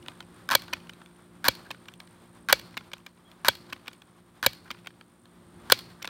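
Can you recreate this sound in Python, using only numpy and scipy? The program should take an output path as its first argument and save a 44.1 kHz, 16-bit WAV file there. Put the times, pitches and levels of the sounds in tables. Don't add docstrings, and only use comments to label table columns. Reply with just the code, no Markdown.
import sys
import numpy as np
from scipy import signal
from scipy.fft import rfft, irfft, next_fast_len
from scipy.io import wavfile
from scipy.ndimage import uniform_filter1d

SR = 44100
rng = np.random.default_rng(int(sys.argv[2]) if len(sys.argv) > 2 else 0)


def volts(x):
    e = np.asarray(x, float) / 20
    return 10 ** e


def unload_wav(signal):
    wavfile.write(
        sys.argv[1],
        SR,
        np.round(np.clip(np.atleast_2d(signal).T, -1, 1) * 32767).astype(np.int16),
    )


N = 268562


def level(x, db):
    return x * volts(db) / np.sqrt(np.mean(x ** 2))


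def colour(x, table):
    size = next_fast_len(len(x))
    hz, db = np.transpose(table)
    gain = volts(np.interp(np.log(np.fft.rfftfreq(size, 1 / SR) + 1), np.log(hz), db))
    return irfft(rfft(x, size) * gain, size)[:len(x)]


def band(x, hz, width_hz):
    return signal.lfilter(*signal.iirpeak(hz, hz / width_hz, fs=SR), x)


def walk(rate_hz):
    hold = int(SR / rate_hz)
    steps = np.repeat(rng.standard_normal(N // hold + 1), hold)
    return 1.3 * uniform_filter1d(uniform_filter1d(steps, hold), hold)[:N]


def add(out, time_s, sound):
    i = int(time_s * SR)
    out[i:i + len(sound)] += sound[:N - i]


def pistol():
    return slams() + judders() + rasps() + opening()


# time_s, contact_ms, level_db (2 to 5.5 kHz), body_db (400 Hz to 2 kHz), thump_db (under 400 Hz)
SLAM_BLOWS = [(.549, 1.8, -17.5, -17.5, -44.5), (0.5504, 3.1, -9, -13, -37), (1.4814, 3.8, -9.5, -12, -27),
              (2.5246, 4.2, -6.5, -8, -36.5), (3.4815, 4.47, -9, -10, -33.5), (4.461, 5, -9, -12.5, -30.5),
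              (5.719, 4.5, -4.5, -8, -35.5)]


def slams():
    out = np.zeros(N)
    for time_s, contact_ms, level_db, body_db, thump_db in SLAM_BLOWS:
        band_db = (thump_db, body_db, level_db, level_db - 4)
        sound = blow(column=0, contact_ms=contact_ms, band_db=band_db,
                     rise=1.6, grain_depth=5.5, scatter_db=1.2, detune=0.006)
        add(out, time_s, sound)
    return out


# bite_s, bite_db, run_end_ms (after the bite), run_db, slip_gap_ms
JUDDER_RUNS = [(0.49, -21, 0, -20, 5), (0.5028, -23, 39, -18.5, 5.6), (1.443, -21.5, 29.5, -22.5, 4.7),
               (2.487, -20, 31, -26, 4), (3.4476, -20.5, 32, -26.5, 5), (4.428, -20, 28, -27.5, 4.5),
               (5.6999, -16.5, 10, -32, 5)]
# relative_db under 400 Hz, to 2 kHz, to 5.5 kHz, above
SLIP_BAND_DB = (-21, 0, -4, -8.5)
SLIP_STEP_DB = np.array([-.6, -.6, -1.4, -1.6])


def judders():
    pause_ms, jitter_ms, scatter_db = 8.5, 0.5, 1.5
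    out = np.zeros(N)
    for bite_s, bite_db, run_end_ms, run_db, slip_gap_ms in JUDDER_RUNS:
        k = np.arange(7)
        time_chance, level_chance = rng.standard_normal((2, 7))
        times_s = bite_s + (pause_ms + slip_gap_ms * k + jitter_ms * time_chance) / 1000
        run_levels = run_db + np.outer(k, SLIP_STEP_DB) + scatter_db * level_chance[:, None]
        bite_levels = bite_db + np.array([0, 0, -2, -2])
        for time_s, levels in zip((bite_s, *times_s), (bite_levels, *run_levels)):
            if time_s > bite_s + run_end_ms / 1000:
                continue
            slip = blow(column=1, contact_ms=1.4, band_db=levels + np.array(SLIP_BAND_DB),
                        rise=0.46, grain_depth=6.5, scatter_db=1.5, detune=0.023)
            add(out, time_s - 0.0005, slip)
    return out


# time_s, contact_ms, level_db, treble_db (added above 2 kHz)
RASP_DRAGS = [(.516, 31, -26, 3.5), (.678, 36, -48, -4), (1.445, 36, -24.5, 0.5), (1.646, 30, -48, -3),
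              (2.489, 26.3, -19.5, -3), (2.72, 21, -55, 4), (3.449, 33, -33.5, 6), (3.69, 21, -48, 1),
              (4.43, 28, -29.5, 2.5), (4.651, 37, -49, -2), (5.701, 21, -29, 5), (5.99, 34, -51.5, -6.5)]
# relative_db under 400 Hz, to 2 kHz, to 5.5 kHz, above
RASP_BAND_DB = (-31.5, 0, -7.5, -16.5)


def rasps():
    out = np.zeros(N)
    for time_s, contact_ms, level_db, treble_db in RASP_DRAGS:
        band_db = level_db + np.array(RASP_BAND_DB) + treble_db * np.array([0, 0, 1, 1])
        sound = blow(column=1, contact_ms=contact_ms, band_db=band_db,
                     rise=0.46, grain_depth=9, scatter_db=3.5, detune=0.017)
        add(out, time_s, sound)
    return out


# time_s, level_db (2 to 5.5 kHz), contact_ms, hardness_db, favoured_hz
SMALL_CLICKS = [(.027, -49, 3.9, 6, 3320), (.205, -36, 3.3, -3, 3600), (.227, -51, 1.7, 6, 2600),
                (.681, -42, 4, -4.5, 3630), (.935, -45, 2.4, 9, 4090), (1.017, -51, 2.9, -12, 1320),
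                (1.061, -46, 1.4, 3, 3500), (1.193, -64, 3.5, -16, 1520), (1.939, -43, 1.1, 12, 3490),
                (2.002, -37, 4.1, 0.5, 3900), (2.075, -50.5, 2.4, 0, 4020), (2.742, -49, 4.8, -8, 1370),
                (2.982, -52, 2.3, 18, 2930), (3.064, -37, 5, 2, 2680), (3.316, -46.5, 1.7, 2.5, 3420),
                (3.7, -47, 6.8, -1, 1440), (3.86, -48.5, 4.8, -3, 2710), (3.931, -46, 5.6, 12.5, 4280),
                (4.02, -43.5, 2.8, 0.5, 2880), (4.678, -51, 4.7, -9, 1723), (4.787, -54, 5.9, 2, 2020),
                (4.846, -52, 5.1, -5, 2690), (5.012, -42.5, 1.2, -1.5, 3560), (5.256, -51.5, 2.6, -2, 3620),
                (6.02, -42.5, 7.2, -6, 2020), (6.025, -33, 5.8, 14, 5330), (6.076, -27, 1.7, 1, 3760)]


def opening():
    out = np.zeros(N)
    for row in list(SMALL_CLICKS) + latches() + stops():
        start_s, sound = click(*row)
        if start_s < N / SR:
            add(out, start_s, sound)
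    return out


# time_s, contact_ms, knock_db, snap_lag_ms, snap_db
LATCH_RELEASES = [(.729, 7.2, -30, 5, -21), (1.706, 3.6, -31.5, 6, -29), (2.77, 1.97, -30, 4.5, -25.5),
                  (3.726, 4.3, -32, 3.5, -30), (4.705, 3.5, -31, 7, -28.5), (6.046, 2.3, -31, 7, -32.5)]


def latches():
    rows = []
    for time_s, contact_ms, knock_db, snap_lag_ms, snap_db in LATCH_RELEASES:
        snap_s = time_s + snap_lag_ms / 1000
        rows.append((time_s, knock_db, contact_ms, -6, 1154))
        rows.append((snap_s, snap_db, 4.3, 2.12, 2080))
        rows.append((snap_s + 0.034, knock_db - 18, 4, -8, 1396))
        for delay, loudness in rng.random((2, 2)):
            rows.append((time_s + 0.45 * delay, -63 + 6 * loudness, 4, -3, 2700))
    return rows


# time_s, contact_ms, level_db, take_up_lead_ms
STOP_HITS = [(.084, 1.7, -29, 22.6), (.894, 6.2, -35, 23), (1.884, 5.2, -37, 28), (2.934, 5, -30, 17),
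             (3.88, 5.1, -30, 9), (4.871, 4, -31, 10.7)]


def stops():
    rows = []
    for time_s, contact_ms, level_db, take_up_lead_ms in STOP_HITS:
        rows.append((time_s - take_up_lead_ms / 1000, level_db - 14, 3.2, -3.5, 2700))
        rows.append((time_s, level_db, contact_ms, 0, 2930))
        rows.append((time_s + 0.034, level_db - 23.5, 4, -8, 1396))
    return rows


def click(time_s, level_db, contact_ms, hardness_db, favoured_hz):
    body_db = level_db - 4.5 - hardness_db
    treble_db = level_db - 12 + 0.54 * hardness_db
    sound = blow(column=2, contact_ms=contact_ms, band_db=(body_db - 14.5, body_db, level_db, treble_db),
                 rise=0.47, grain_depth=3.5, scatter_db=0, detune=0.054, favoured_hz=favoured_hz)
    return time_s - 0.0012, sound


# pitch_hz, t60_ms
PISTOL_MODES = [(65, 70), (120, 50), (260, 30), (545, 22), (780, 9), (950, 12), (1080, 22), (1300, 12),
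                (1510, 20), (1660, 12), (1950, 9), (2280, 70), (2380, 13), (2980, 10), (3335, 50),
                (3350, 8), (3750, 7), (4170, 9), (4600, 7), (5250, 6), (6150, 6), (7150, 5), (8250, 5),
                (9250, 5), (10600, 4), (12300, 3), (13800, 3), (15000, 3)]
# slam_db, slip_db, click_db
MODE_ANSWER = [(-9, -14, -10), (1, -9, -8.5), (3, 2.5, 9.5), (-4.5, -21, -13.5), (-10.5, -13, -14),
               (-3, -11, -7), (-26.5, -2.5, -9), (-8, -6.5, -7.5), (-4, 0.5, -4), (-3, 1, -6), (-9, -7, -5),
               (-20, -22, -19), (-10, -9, 0), (-8, -11, -2), (-12, -20, -14), (-5, -10, -3), (-6, -10, -4),
               (0, -9, -6), (-5, -11, -8), (-9, -11, -9), (-14, -11.5, -7), (-12, -14, -13.5),
               (-13, -17, -9.5), (-11.5, -12, -18), (-14.5, -20, -17.5), (-7, -9, -10.5), (-9, -18.5, -15),
               (-8.5, -16.5, -10)]
BAND_EDGES = [400, 2000, 5500]


def blow(column, contact_ms, band_db, rise, grain_depth, scatter_db, detune, favoured_hz=0):
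    modes = np.array(PISTOL_MODES)
    mode_hz, t60_ms = modes[:, 0], modes[:, 1:]
    t = np.arange(SR // 10) / SR
    u = t[:SR // 20] / (contact_ms / 1000)
    pitch_chance, level_chance = rng.standard_normal((2, len(modes)))
    grains = rng.standard_normal((1 + len(modes), len(u)))
    pressure = u ** rise * np.exp(-(1.404 * u) ** 2)
    roughness = volts(grain_depth * uniform_filter1d(grains[0], 9))
    push = pressure * roughness * grains[1:]
    rung_hz = mode_hz * (1 + detune * pitch_chance)
    decays = np.sin(2 * np.pi * rung_hz[:, None] * t) * volts(-60000 * t / t60_ms)
    rings = signal.fftconvolve(push, decays, axes=1)[:, :len(t)]
    for ring, f in zip(rings, mode_hz):
        ring[:] = band(band(ring, f, f), f, f)
    spot_db = 8 * np.exp(-(np.log(mode_hz / (favoured_hz + 1)) / 0.12) ** 2)
    mode_db = np.array(MODE_ANSWER)[:, column] + spot_db + scatter_db * level_chance
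    rings *= (volts(mode_db) / np.abs(rings).max(axis=1))[:, None]
    sound = np.zeros(len(t))
    group = np.searchsorted(BAND_EDGES, mode_hz)
    for k, db in enumerate(band_db):
        part = rings[group == k].sum(axis=0)
        loudest = 2 * uniform_filter1d(part ** 2, 110).max()
        sound += volts(db) * part / np.sqrt(loudest)
    return sound


# delay_s, gain_db
YARD_ECHOES = [(0.0684, -29.5), (.0865, -41), (.182, -47.5)]
# pitch_hz, gain_db
ECHO_TONE = [(300, -8), (1500, -6.5), (3000, 0.5), (16000, -4.5)]
# start_s, t60_s, gain_db
FOLIAGE = [(.0035, 0.103, -46.5), (0.017, 0.498, -58)]
# pitch_hz, relative_db
NEAR_TONE = [(300, -11.5), (600, -7.5), (1200, -8), (2300, 3), (3300, 2), (4400, 3.5), (6500, -7.5),
             (10000, -21), (16000, -17.5)]
# pitch_hz, relative_db
FAR_TONE = [(300, -18), (1200, -11), (2300, -8), (3400, -9), (4000, -6), (4300, 2.5), (4700, -5),
            (5400, -11), (6500, -20), (16000, -24)]


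def yard(near):
    t = np.arange(SR // 2) / SR
    taps = np.zeros(len(t))
    for delay_s, gain_db in YARD_ECHOES:
        taps[int(delay_s * SR)] = volts(gain_db)
    out = colour(signal.fftconvolve(near, taps)[:N], ECHO_TONE)
    for (start_s, t60_s, gain_db), tone in zip(FOLIAGE, (NEAR_TONE, FAR_TONE)):
        decay = (t > start_s) * volts(gain_db - 60 * t / t60_s)
        power = signal.fftconvolve(near ** 2, decay ** 2)[:N]
        noise = level(colour(rng.standard_normal(N), tone), 0)
        out += np.sqrt(np.abs(power)) * noise * volts(1.5 * walk(160))
    return out


# start_s, length_s, start_hz, middle_hz, end_hz, level_db
BIRD_NOTES = [(3.171, 0.016, 2350, 2350, 2300, -68), (3.196, 0.015, 3150, 3140, 3100, -68),
              (3.249, 0.048, 3200, 3360, 3160, -60.5), (3.338, 0.023, 3600, 3700, 3550, -72)]


def bird():
    out = np.zeros(N)
    for start_s, length_s, start_hz, middle_hz, end_hz, level_db in BIRD_NOTES:
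        u = np.linspace(0, 1, int(length_s * SR))
        pitch_hz = np.interp(u, (0, 0.5, 1), (start_hz, middle_hz, end_hz))
        whistle = np.sin(2 * np.pi * np.cumsum(pitch_hz) / SR)
        add(out, start_s, volts(level_db) * whistle * np.sin(np.pi * u) ** 0.35)
    return out


# time_s, gain_db
SWELL = [(0, -53), (.3, -55), (.75, -53), (1.2, -58), (1.63, -54), (2.1, -58.5), (2.61, -53), (3.09, -61),
         (3.31, -59.5), (3.68, -55), (4.02, -60), (4.36, -59.5), (4.63, -55.5), (4.94, -60.5),
         (5.19, -61.5), (5.7, -52), (5.94, -54), (6.09, -56)]
# time_s, gain_db
INSECT_SWELL = [(0, -68.5), (.75, -69.5), (1.101, -68), (1.34, -69.5), (2.61, -69.5), (3.09, -73),
                (4.02, -71.5), (5.1, -71.5), (5.53, -68), (5.75, -68), (6.09, -72)]
# pitch_hz, relative_db_per_hz
AIR_SPECTRUM = [(15, -62.5), (25, -29.5), (108, -6), (146, -10.5), (177, -6), (259, -14), (349, -11.5),
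                (483, -19.5), (1150, -16), (2820, -29), (3410, -26), (6210, -38.5), (9080, -36.5),
                (15200, -43.5), (16500, -51.5)]


def garden():
    t = np.arange(N) / SR
    swell_db = np.interp(t, *np.transpose(SWELL))
    insect_db = np.interp(t, *np.transpose(INSECT_SWELL))
    air = colour(rng.standard_normal(N), AIR_SPECTRUM)
    rumble = signal.sosfiltfilt(signal.butter(2, 500, fs=SR, output="sos"), air)
    low = level(rumble, -3.1) * volts(walk(8.2)) + level(hum(), -1.1)
    middle = level(air - rumble, 2.9) * volts(2.2 * walk(29))
    out = volts(swell_db) * low + volts(swell_db - 7.5) * middle
    return out + volts(insect_db) * level(insect(), -1.5)


def insect():
    trill_hz, blur, sharpness = 52.8, 0.42, 2.5
    phase = np.cumsum(trill_hz * (1 + 0.018 * walk(13))) / SR
    pulses = np.exp(sharpness * (np.cos(2 * np.pi * phase) - 1))
    chirps = blur + volts(2.5 * walk(27) + 2.2 * walk(3)) * pulses
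    buzz = chirps * rng.standard_normal(N)
    out = np.zeros(N)
    for pitch_hz, width_hz, relative_db in ((8900, 650, 0), (7950, 500, -10)):
        ring = band(band(buzz, pitch_hz, width_hz), pitch_hz, width_hz)
        out += volts(relative_db) * level(ring, 0)
    return out


# multiple, relative_db
HUM_HARMONICS = [(1, -11.5), (2, -9), (3, 1), (4, -3.5), (5, -8.5), (6, -2.5), (7, -15.5), (8, -19),
                 (9, -13.5), (10, -17)]


def hum():
    base_hz, waver_db = 58.45, 1.5
    phase = 2 * np.pi * base_hz * np.arange(N) / SR
    out = np.zeros(N)
    for multiple, relative_db in HUM_HARMONICS:
        tone = np.sin(multiple * phase + rng.uniform(0, 2 * np.pi))
        out += volts(relative_db + waver_db * walk(6)) * tone
    return out


# pitch_hz, gain_db (against the middle)
SIDE_TONE = [(30, -33), (125, -36), (2000, -39.5), (4000, -34.5), (8000, -27), (16000, -26)]


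def scene():
    near = pistol() + bird()
    mono = near + yard(near) + garden()
    smear = rng.standard_normal(SR // 200)
    smeared = np.convolve(mono, smear / np.linalg.norm(smear), "same")
    side = colour(smeared, SIDE_TONE)
    return np.array([mono + side, mono - side])


def top_cut(x):
    return signal.sosfilt(signal.butter(12, 16850, fs=SR, output="sos"), x)


def record(dry):
    hiss_db, top_hz, bass_hz = -76.5, 15900, 45
    mix = dry + volts(hiss_db) * rng.standard_normal(N)
    mix = signal.sosfilt(signal.cheby1(11, 0.5, top_hz, fs=SR, output="sos"), mix)
    mix = signal.sosfilt(signal.butter(2, bass_hz, "high", fs=SR, output="sos"), mix)
    return top_cut(np.clip(mix, -1, 1))


dry = scene()
out = record(dry)
unload_wav(out)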